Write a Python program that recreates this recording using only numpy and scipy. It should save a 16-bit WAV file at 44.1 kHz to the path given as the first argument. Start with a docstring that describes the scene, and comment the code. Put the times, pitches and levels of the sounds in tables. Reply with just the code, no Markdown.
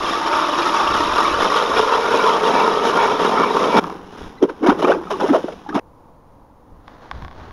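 """Up close, a hand auger shaves pond ice: chips snap off and ring the steel flight and the deepening bore.
The blades break through; the free auger stirs slush, and water surges, gulps and spills in the hole.
Then the scene switches to a quiet fishing spot: faint wind, rustling clothes, a few ticks of rod and reel.
Random grains through resonances make steel, ice, cloth and spray; swelling tones make the trapped air;
filtered noise makes the wind and the buffets on the microphone."""
import sys
import numpy as np
from scipy import signal
from scipy.fft import rfft, irfft, next_fast_len
from scipy.io import wavfile
from scipy.ndimage import uniform_filter1d, map_coordinates

SR = 44100
rng = np.random.default_rng(int(sys.argv[2]) if len(sys.argv) > 2 else 0)


def generate_wav(sig):
    """Save sig (samples, or channels by samples) to the path in sys.argv[1] as 16-bit PCM at SR."""
    pcm = np.round(np.clip(np.atleast_2d(sig).T, -1, 1) * 32767).astype(np.int16)
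    wavfile.write(sys.argv[1], SR, pcm)


N = 331632
T = np.arange(N) / SR
SIZE = next_fast_len(N + SR // 2, True)  # padded, so that filter tails do not wrap into the start
HZ = np.fft.rfftfreq(SIZE, 1 / SR)
THROUGH_S = 3.797  # the blades break through
SWITCH_S = 5.798  # the scene switches to the fishing spot
STROKE_ATTACK, STROKE_RELEASE = 0.77, 1.16  # shares of a stroke's length


def amp(db):
    """Amplitude factor for a level in dB."""
    return 10 ** (np.asarray(db) / 20)


def unit(x):
    """Scales to rms 1."""
    return x / np.sqrt(np.mean(x ** 2) + 1e-20)


def steady(x, span):
    """Evens the rms to about 1 over every span of seconds; faster grain stays."""
    power = np.abs(uniform_filter1d(x ** 2, int(span * SR) + 1))
    return x / np.sqrt(power + 1e-6 * np.mean(x ** 2))


def wobble(rate):
    """A smooth random curve, rate knots a second."""
    knots = rng.standard_normal(int(N * rate / SR) + 4)
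    return map_coordinates(knots, [T * rate], order=2)


def after(s, fade):
    """Rises from 0 to 1 around time s."""
    return 0.5 + 0.5 * np.tanh((T - s) / fade)


def swell(s, rise, fall):
    """Climbs to 1 at time s and dies away; rise and fall reach to about half of that."""
    t = T - s
    return np.exp(1 - np.hypot(1, 1.437 * t / np.where(t < 0, rise, fall)))


def strokes(rows):
    """Summed power of (peak s, length s, dB) gestures that share one attack and release."""
    power = 0
    for s, length, db in rows:
        side = length * np.where(T < s, STROKE_ATTACK, STROKE_RELEASE)
        power = power + amp(db) ** 2 * np.exp(-((T - s) / side) ** 2)
    return power


def colour(points):
    """Causal (minimum-phase) response with the gain of the (Hz, dB) points."""
    f, db = np.transpose(points)
    gain_db = np.interp(np.log(HZ + 1), np.log(f), db)
    cepstrum = irfft(np.log(amp(gain_db)), SIZE)
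    # folding the cepstrum forward makes the response causal
    cepstrum[1:SIZE // 2] *= 2
    cepstrum[SIZE // 2 + 1:] = 0
    return np.exp(rfft(cepstrum))


def modes(rows):
    """Causal response of a few (Hz, width Hz, dB) resonances with alternating signs."""
    response = 0
    for k, (hz, width, db) in enumerate(rows):
        resonance = 1j * HZ * width / (hz * hz - HZ * HZ + 1j * HZ * width)
        response = response + (-1) ** k * amp(db) * resonance
    return response


def filtered(x, response):
    """Passes a signal through a frequency response."""
    return irfft(rfft(x, SIZE) * response, SIZE)[:N]


def grains(rate, scatter):
    """Random impulses, rate a second, of uneven, log-normal size, rms 1."""
    size = np.exp(scatter * np.clip(rng.standard_normal(N), -2, 2))
    present = rng.random(N) < rate / SR
    return unit(present * size * rng.choice([-1, 1], N))


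def bursts(rate, fall, base):
    """Uneven envelope of sudden starts, whose power dies away in fall seconds, rms 1."""
    kicks = (rng.random(N) < rate / SR) * rng.uniform(0.45, 1, N) ** 2
    power = base + signal.lfilter([1], [1, -np.exp(-1 / (fall * SR))], kicks)
    return unit(np.sqrt(power))


def strikes(times, db, response):
    """Single blows that each ring a body up to the given peak."""
    samples = np.round(np.asarray(times) * SR).astype(int)
    blows = np.bincount(samples, amp(db), N)[:N]
    return filtered(blows, response / np.abs(irfft(response, SIZE)).max())


def ping(t, hz, cycles, climb):
    """A shard or bubble rings for some cycles; a bubble also climbs in pitch."""
    age = t * hz / cycles
    tone = np.sin(2 * np.pi * hz * t * (1 + climb * age / 2))
    return tone * np.exp(-age) * (1 - np.exp(-2 * t * hz))


def cloud(count, hz, spread, cycles, climb):
    """A dense cloud of pings, each with its own pitch and size, rms 1."""
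    t = np.arange(int(4 * SR * cycles / hz)) / SR
    pitch, size = np.clip(rng.standard_normal((2, count, 1)), -2, 2)
    rings = amp(6.9 * size) * ping(t, hz * np.exp(spread * pitch), cycles, climb)
    places = rng.integers(0, N, (count, 1)) + np.arange(len(t))
    return unit(np.bincount(places.ravel(), rings.ravel())[:N])


# Spectrum of the faint wind. Each row: frequency in Hz, relative level in dB per Hz.
WIND_SPECTRUM = [(20, -7.5), (60, -11.5), (120, -12), (200, -15.5), (300, -12.5), (400, -22), (490, -13),
                 (620, -21), (980, -15.5), (1350, -29.5), (1750, -36.5), (2600, -44.5), (5000, -48.5),
                 (15000, -53)]
# Spectrum of buffets at the microphone, also for nudges. Each row: frequency in Hz, relative level in dB per Hz.
BUFFET_SPECTRUM = [(15, 1), (35, -4.5), (80, 0.5), (160, -13.5), (350, -20.5), (900, -63)]
# Soft buffets on the microphone. Each row: peak in seconds, length in seconds, level in dB.
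PUFFS = [(0, .1, -45), (.98, 0.17, -37), (1.35, 0.089, -38), (1.75, 0.11, -42.5), (4.24, .03, -35.5),
         (4.69, .04, -42)]
BREEZE_DB = -52  # steady buffeting beneath the puffs


def air():
    """Faint wind over the open ice is coloured noise; soft buffets reach the microphone while drilling."""
    wind = unit(filtered(rng.standard_normal(N), colour(WIND_SPECTRUM)))
    far = amp(-48.0 + 0.6 * wobble(12.0)) * wind
    breeze = np.hypot(amp(BREEZE_DB), np.sqrt(strokes(PUFFS)))
    puffs = breeze * unit(filtered(rng.standard_normal(N), colour(BUFFET_SPECTRUM)))
    return far + puffs * (1 - after(SWITCH_S, fade=0.002))


# The angler shifts and nudges the microphone. Each row: peak in seconds, length in seconds, level in dB.
NUDGES = [(6.74, 0.053, -43.5), (7.2, 0.0624, -32), (7.42, .07, -38.5)]
# Spectrum of rustling clothes. Each row: frequency in Hz, relative level in dB per Hz.
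CLOTH_SPECTRUM = [(200, -0.5), (1100, 1), (1900, -8), (2500, -17), (3700, -15.5), (6000, -25.5),
                  (8000, -36), (15000, -57)]
# A sleeve brushes past. The single row: peak in seconds, length in seconds, level in dB.
SLEEVE_BRUSH = (7.44, 0.023, -45)
# Ticks of rod and reel. Each row: start in seconds, peak of the tick, rebound included, in dB.
TICKS = [(6.88, -25.5), (7.113, -13.5), (7.223, -26), (7.248, -23), (7.281, -26), (7.312, -30),
         (7.328, -34), (7.509, -29.5)]
# Resonances of the plastic rod and reel. Each row: frequency in Hz, width in Hz, relative level in dB.
REEL_MODES = [(752, 130, 2), (1090, 107, 7.5), (1600, 170, 1.5), (2100, 350, -4.5), (3510, 350, -8.5),
              (5300, 510, -18), (10500, 2500, -40)]
RUSTLE_DB, RUSTLE_START_S, RUSTLE_RISE_S = -44, 6.904, 0.14  # clothes begin to move


def angler():
    """Clothes rustle as fine grains and nudge the microphone; the plastic rod and reel tick when struck."""
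    rumble = steady(filtered(rng.standard_normal(N), colour(BUFFET_SPECTRUM)), span=0.15)
    nudges = np.sqrt(strokes(NUDGES)) * rumble
    rustle = amp(RUSTLE_DB) * after(RUSTLE_START_S, RUSTLE_RISE_S)
    motion = np.hypot(rustle, np.sqrt(strokes([SLEEVE_BRUSH])))
    fibres = unit(filtered(grains(rate=5000, scatter=0.52), colour(CLOTH_SPECTRUM)))
    cloth = motion * amp(2.1 * wobble(25)) * fibres
    s, db = np.transpose(TICKS)
    rebound = 1 + 0.21 * np.exp(-2j * np.pi * HZ * 0.0027)  # the loose reel rebounds once, 2.7 ms later
    return nudges + cloth + strikes(s, db, modes(REEL_MODES) * rebound)


# Spectrum of stirred wet shavings. Each row: frequency in Hz, relative level in dB per Hz.
SLUSH_SPECTRUM = [(60, -18), (125, -12), (170, 9.5), (250, 6.5), (410, 8), (620, -3.5), (800, 3.5),
                  (1050, 3), (1500, -7.5), (2100, -20.5), (6000, -41.5)]
# Spectrum of trickle and spray, also for surges. 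Each row: frequency in Hz, relative level in dB per Hz.
SPRAY_SPECTRUM = [(600, -16), (1500, 5.5), (2100, -3), (3000, 0), (3700, -1), (4450, -12), (5300, -3.5),
                  (6800, -13.5), (9000, -22), (10800, -16.5), (12500, -32.5), (15000, -36)]
# The auger coasts, then is shoved and lifted in the wet hole. Each row: peak in seconds, rise in seconds,
# fall in seconds, slush level in dB, trickle level in dB.
STIRS = [(3.84, 0.083, 0.12, -28, -44), (4.22, 0.11, 0.082, -36.5, -45), (4.8, 0.11, 0.26, -29, -46),
         (5.28, 0.12, 0.15, -29.5, -37.5)]
SLUSH_REST_DB, TRICKLE_REST_DB = -44.5, -55.5  # levels between the stirs


def slush():
    """The free auger stirs wet shavings as dull grains; water trickles over the ice as fizz and bubbles."""
    slush_level, trickle_level = amp(SLUSH_REST_DB), amp(TRICKLE_REST_DB)
    for s, rise, fall, slush_db, trickle_db in STIRS:
        motion = swell(s, rise, fall)
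        slush_level = np.hypot(slush_level, amp(slush_db) * motion)
        trickle_level = np.hypot(trickle_level, amp(trickle_db) * motion)
    shavings = filtered(grains(rate=700, scatter=0.26), colour(SLUSH_SPECTRUM))
    stir = slush_level * steady(shavings, span=0.05)
    bubbles = cloud(count=1500, hz=3255, spread=0.51, cycles=25, climb=0.019)
    fizz = grains(rate=2500, scatter=0.42) + 0.15 * bubbles
    trickle = trickle_level * steady(filtered(fizz, colour(SPRAY_SPECTRUM)), span=0.092)
    return (stir + trickle) * after(THROUGH_S, fade=0.004)


# Gulps of air down the bore. Each row: start in seconds, length in seconds, start pitch in Hz and end pitch
# in Hz before the waver, level in dB before the flutter.
GULPS = [(4.95, .098, 316, 364, -21.5), (5.11, .071, 436, 354, -20.5), (5.215, .065, 523, 336, -22.5),
         (5.297, 0.043, 304, 255, -8), (5.346, 0.034, 635, 502, -10.5)]
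# Stray drops. Each row: start in seconds, starting pitch in Hz, level in dB before the ping's decay.
DRIPS = [(5.071, 1250, -24), (5.138, 1095, -17), (5.155, 876, -23), (5.663, 824, -25), (5.727, 1220, -20)]


def gulps():
    """Air sucked past the flight rings in gliding notes; stray drops plink."""
    out = np.zeros(N)
    waver, flutter = np.exp(0.082 * wobble(120)), amp(1.6 * wobble(90))
    for s, length, start_hz, end_hz, db in GULPS:
        u = np.linspace(0, 1, int(length * SR))
        near = int(s * SR) + np.arange(len(u))
        hz = (start_hz + (end_hz - start_hz) * u) * waver[near]
        tone = np.sin(2 * np.pi * np.cumsum(hz) / SR)
        out[near] += amp(db) * flutter[near] * np.sin(np.pi * u ** 0.55) * tone
    t = np.arange(SR // 16) / SR
    for s, hz, db in DRIPS:
        out[int(s * SR):][:len(t)] += amp(db) * ping(t, hz, cycles=8.2, climb=0.025)
    return out


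# Spectrum of water slapping the rim. Each row: frequency in Hz, relative level in dB per Hz.
SLAP_SPECTRUM = [(120, -36), (300, -1), (550, -9.5), (800, 6), (950, 7), (1250, 3.5), (1600, -2.5),
                 (2200, -17), (6000, -81)]
# Water surges. Each row: peak in seconds, rise in seconds, air pocket pitch in Hz before its wander,
# pocket level in dB before its flutter, slap level in dB and spray level in dB before the sudden onset's gain.
SURGES = [(4.43, 0.0072, 390, -5, -20, -35), (4.494, 0.0072, 370, -20.5, -29, -43),
          (4.642, 0.013, 383.7, -9.5, -22.5, -34), (4.666, .005, 442, -13.5, -16.5, -25),
          (4.696, 0.017, 329.7, -5.5, -13.5, -29.5), (4.797, 0.011, 377, -16.5, -29, -36.5),
          (4.825, 0.0044, 420.7, -14.5, -18, -29), (4.844, .003, 427, -6, -15, -27.5),
          (4.875, 0.009, 398, -13.5, -19, -35), (4.907, 0.026, 426.7, -9.5, -16, -31),
          (5.113, 0.009, 413, -33, -20.5, -31), (5.204, 0.0037, 409, -20.5, -18, -29),
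          (5.237, 0.026, 425.3, -14, -23.5, -41), (5.291, .0048, 319.5, -17, -21, -35.5),
          (5.346, .016, 445, -7.5, -16.5, -33), (5.443, 0.0034, 351, -18.5, -44.5, -58),
          (5.485, 0.004, 488, -23, -28.5, -43), (5.523, 0.0028, 416, -29, -38, -43),
          (5.693, 0.0045, 298, -23.5, -30.5, -40.5), (5.754, 0.0088, 298, -12.5, -19.5, -34),
          (5.787, 0.044, 363, -23.5, -24, -38.5)]
SURGE_FALL_S, FALL_PER_RISE = 0.011, 0.68  # a slower surge also ebbs more slowly


def surges(wander, wander_rate):
    """Each shove of water squeezes an air pocket in the bore, slaps the rim and throws a sudden spray."""
    pocket, slap_power, spray_power = np.zeros((3, N))
    phase = 2 * np.pi * np.cumsum(np.exp(wander * wobble(wander_rate))) / SR
    for s, rise, hz, pocket_db, slap_db, spray_db in SURGES:
        shove = swell(s, rise, SURGE_FALL_S + FALL_PER_RISE * rise)
        onset = 0.5 + 0.67 * np.clip((T - s + rise) / 0.00074, 0, 1)  # more than doubles within 0.74 ms
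        struck = shove * onset
        pocket += amp(pocket_db) * shove * np.sin(hz * phase)
        slap_power += (amp(slap_db) * struck) ** 2
        spray_power += (amp(spray_db) * struck) ** 2
    drops = grains(rate=1700, scatter=0.63)
    bubbles = cloud(count=2400, hz=795, spread=0.327, cycles=5.6, climb=0.07)
    water = unit(filtered(drops, colour(SLAP_SPECTRUM))) + 1.25 * bubbles
    droplets = cloud(count=2600, hz=2933, spread=0.36, cycles=19, climb=0.038)
    spatter = drops + 0.84 * grains(rate=6300, scatter=0.4)
    gusty_spatter = bursts(rate=98, fall=0.0028, base=0.3) * spatter
    mist = filtered(gusty_spatter + 0.56 * droplets, colour(SPRAY_SPECTRUM))
    slap = np.sqrt(slap_power) * steady(water, span=0.034)
    spray = np.sqrt(spray_power) * steady(mist, span=0.035)
    return pocket * amp(3.0 * wobble(180)) + slap + spray


def squeak():
    """The wet auger chirps faintly, a wavering tone and its octave, as it is first pushed down."""
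    phase = 2 * np.pi * np.cumsum(1990 * np.exp(0.0145 * wobble(200))) / SR
    chirp = np.sin(phase) + 0.5 * np.sin(2 * phase)
    return amp(-45) * np.exp(-((T - 4.386) / 0.0083) ** 2) * chirp


# Modes of the blades and flight. Each row: frequency in Hz, width in Hz, relative level in dB,
# change in dB from first to last turn.
STEEL_MODES = [(582, 18, -9, -9), (913, 45, 1, 5.5), (1021, 60, 1, 7), (1160, 83, 0.5, -3),
               (1302, 52, -0.5, 1.5), (1399, 45, -3, 2.5), (1790, 230, -21.5, 6.5), (2288, 59, -13.5, 8),
               (3305, 67, -31, 4), (5550, 150, -27.5, -4)]


def steel_mode(k):
    """Response of one mode of the auger; it radiates little above twice its pitch."""
    hz, width, db, _ = STEEL_MODES[k]
    return (-1) ** k * modes([(hz, width, db)]) / (1 + (HZ / (2 * hz)) ** 4)


def flight(chips, shift_db, shift_rate):
    """As the blades travel round and sink into the hole, each steel mode is driven now more, now less."""
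    drive, ring = rfft(chips, SIZE), np.zeros(N)
    depth = np.minimum(T / THROUGH_S, 1) - 0.5  # centred on half depth
    for k, (*_, sink_db) in enumerate(STEEL_MODES):
        level = amp(sink_db * depth + shift_db * wobble(shift_rate))
        ring += level * irfft(drive * steel_mode(k), SIZE)[:N]
    return steady(ring, span=0.085)


# Spectrum of the ice body. Each row: frequency in Hz, relative level in dB per Hz.
ICE_SPECTRUM = [(60, -25), (130, -13.5), (180, -3.5), (300, -1.5), (550, 1.5), (750, 1), (1100, -5.5),
                (2000, -21.5), (6000, -70)]
# The deepening hole. Each row: time in seconds, resonance in Hz, gain in dB.
BORE = [(0, 336, -6), (1.1, 325, -6.5), (1.6, 453, -2), (2.6, 430, 0.5), (3.8, 419, 0)]


def bore(chips, width_hz, ring_db):
    """The hole rings at a pitch that shifts as it deepens; the thinning floor of ice starts to drum."""
    ice = colour(ICE_SPECTRUM)
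    thinness = np.minimum(T / THROUGH_S, 1) ** 4
    out = thinness * filtered(chips, ice * modes([(246, 90, 1.4)]))
    times = [s for s, *_ in BORE]
    # crossfade from each resonance to the next
    for share, (_, hz, _) in zip(np.eye(len(BORE)), BORE):
        hole = ice * (0.5 + modes([(hz, width_hz, ring_db)]))
        out += np.interp(T, times, share) * filtered(chips, hole)
    return out


# Spectrum of shards and powder. Each row: frequency in Hz, relative level in dB per Hz.
SHAVINGS_SPECTRUM = [(500, -32), (1400, 3.5), (2100, -1), (3000, 1), (3750, 1), (4350, -9), (5400, -2.5),
                     (6100, -8), (6800, -11.5), (9000, -21), (11000, -15.5), (12500, -34), (14700, -36),
                     (15600, -44)]
# Big chips. Each row: start in seconds, peak of the steel ring in dB, peak of the bore knock in dB.
BIG_CHIPS = [(0.273, -7.5, -23), (1.182, -4.5, -15.5), (1.737, -11, -17), (1.793, -4.5, -7),
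             (1.954, -9.5, -19), (2.056, -11, -26), (2.24, -8, -14), (2.435, -9, -16), (2.677, -6.5, -14),
             (3.4, -10, -13), (3.567, -8.5, -13), (3.769, -4, -18), (3.784, -5, -18), (3.84, -14, -29),
             (3.9, -19.5, -37)]
CRACK_DB = -8  # a chip's bright crack, relative to its ring


def big_chips():
    """Now and then a thick flake snaps off, rings the steel and knocks the bore."""
    s, ring_db, knock_db = np.transpose(BIG_CHIPS)
    steel = sum(steel_mode(k) for k in range(len(STEEL_MODES)))
    ring = strikes(s, ring_db, steel)
    crack = strikes(s, ring_db + CRACK_DB, colour(SHAVINGS_SPECTRUM))
    knock = strikes(s, knock_db, colour(ICE_SPECTRUM) * modes([(434, 28, 0)]))
    return ring + crack + knock


# Arm pushes, two to a turn of the crank, that make the steel sing. Each row: peak in seconds,
# length in seconds, relative force in dB, relative crunch in dB.
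PUSHES = [(0.353, 0.077, -2, -3), (0.794, 0.12, -2.5, -2.5), (1.206, 0.086, -1.5, 0), (1.561, 0.041, -1, 3),
          (1.912, .05, -1, -3), (2.262, 0.061, 1, 0.5), (2.596, 0.064, 0, -2), (3.008, 0.057, .5, -1.5),
          (3.392, 0.047, 0.5, -6), (3.778, 0.015, 0.5, 3.5)]
# Mostly between pushes, and once more at the breakthrough, the blades bite deep and crunch.
# Each row: peak in seconds, length in seconds, relative force in dB, relative crunch in dB.
BITES = [(0.098, 0.051, -3.5, 0), (0.607, 0.062, -0.5, -1.5), (0.988, 0.056, 0, -.5), (1.43, 0.043, 1, 1.5),
         (1.778, .032, 1, 3.5), (2.139, 0.025, 3, 3), (2.486, 0.042, 0.5, 1), (2.873, 0.025, -1.5, 2),
         (3.25, 0.032, -0.5, 1.5), (3.63, 0.063, -2.5, -2.5), (3.77, 0.028, 6.5, 2.5)]
# What drives the steel. The single row: steady drag in dB, push in dB, bite in dB.
STEEL_DRIVE = (-22, -16.5, -21.5)
# What drives the bore, before its own gain. 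The single row: steady drag in dB, push in dB, bite in dB.
BORE_DRIVE = (-21, -25, -19.5)
LEAN_IN_DB, LEAN_IN_S = -2.5, 0.32  # the drag starts light
CRUNCH_DRAG_DB, CRUNCH_DB = -29.5, -28  # shaving hiss: steady drag, and base level for the strokes
MUFFLE_DB = -3  # loss of hiss once the blades are at full depth


def cutting():
    """The blades stick and slip; each fracture drives steel and bore, and throws shards and powder."""
    drag = amp(LEAN_IN_DB * np.exp(-(T / LEAN_IN_S) ** 2)) ** 2
    push = strokes(row[:3] for row in PUSHES)
    bite = strokes(row[:3] for row in BITES)
    work = np.array([drag, push, bite])
    steel_level, bore_level = np.sqrt(amp([STEEL_DRIVE, BORE_DRIVE]) ** 2 @ work)
    crushing = strokes((s, length, CRUNCH_DB + crunch_db) for s, length, _, crunch_db in PUSHES + BITES)
    hiss_level = np.sqrt(amp(CRUNCH_DRAG_DB) ** 2 * drag + crushing)

    judder = bursts(rate=85, fall=0.0069, base=0.62)
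    chips = judder * grains(rate=850, scatter=0.29)
    powder = judder * grains(rate=6000, scatter=0.37)
    steel = steel_level * flight(chips + 0.65 * powder, shift_db=2.5, shift_rate=14)

    slips = chips + grains(rate=260, scatter=0.17)
    times, _, gains_db = np.transpose(BORE)
    bore_gain = amp(np.interp(T, times, gains_db))
    hole = bore_level * bore_gain * steady(bore(slips, width_hz=61, ring_db=4.5), span=0.09)

    shavings = colour(SHAVINGS_SPECTRUM)
    shards = cloud(count=7000, hz=3820, spread=0.36, cycles=18, climb=0)
    crunch = unit(filtered(powder + 0.5 * chips, shavings)) + 0.73 * unit(filtered(shards, shavings))
    depth = np.minimum(T / THROUGH_S, 1)
    hiss = hiss_level * amp(MUFFLE_DB * depth ** 3) * steady(crunch, span=0.12)
    return (steel + hole + hiss) * (1 - after(THROUGH_S, fade=0.0033))


def scene():
    """Drilling and water at the hole, then the angler at the fishing spot, with wind throughout."""
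    low_cut = 1 / (1 + (120 / (HZ + 1)) ** 4)  # thins the water below about 120 Hz
    water = filtered(surges(wander=0.23, wander_rate=260) + gulps(), low_cut)
    drilling = cutting() + big_chips() + slush() + squeak() + water
    return (drilling * (1 - after(SWITCH_S, fade=0.001)) + angler() + air())[None]


# Notches of the microphone port. Each row: frequency in Hz, width in Hz, depth from 0 to 1.
PORT_NOTCHES = [(7890, 670, 0.86), (13400, 350, .75)]
TOP_HZ = 15700  # the band ends here


def record(dry):
    """The microphone port notches the treble, peaks saturate and the band ends steeply."""
    port = np.ones(len(HZ))
    for hz, width, depth in PORT_NOTCHES:
        port *= 1 - np.clip(depth, 0, 1) * np.exp(-((HZ - hz) / width) ** 2)
    x = filtered(dry[0], port)
    x = x / (1 + x ** 8) ** (1 / 8)
    return filtered(x, HZ < TOP_HZ)[None]


dry = scene()
out = record(dry)
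generate_wav(out)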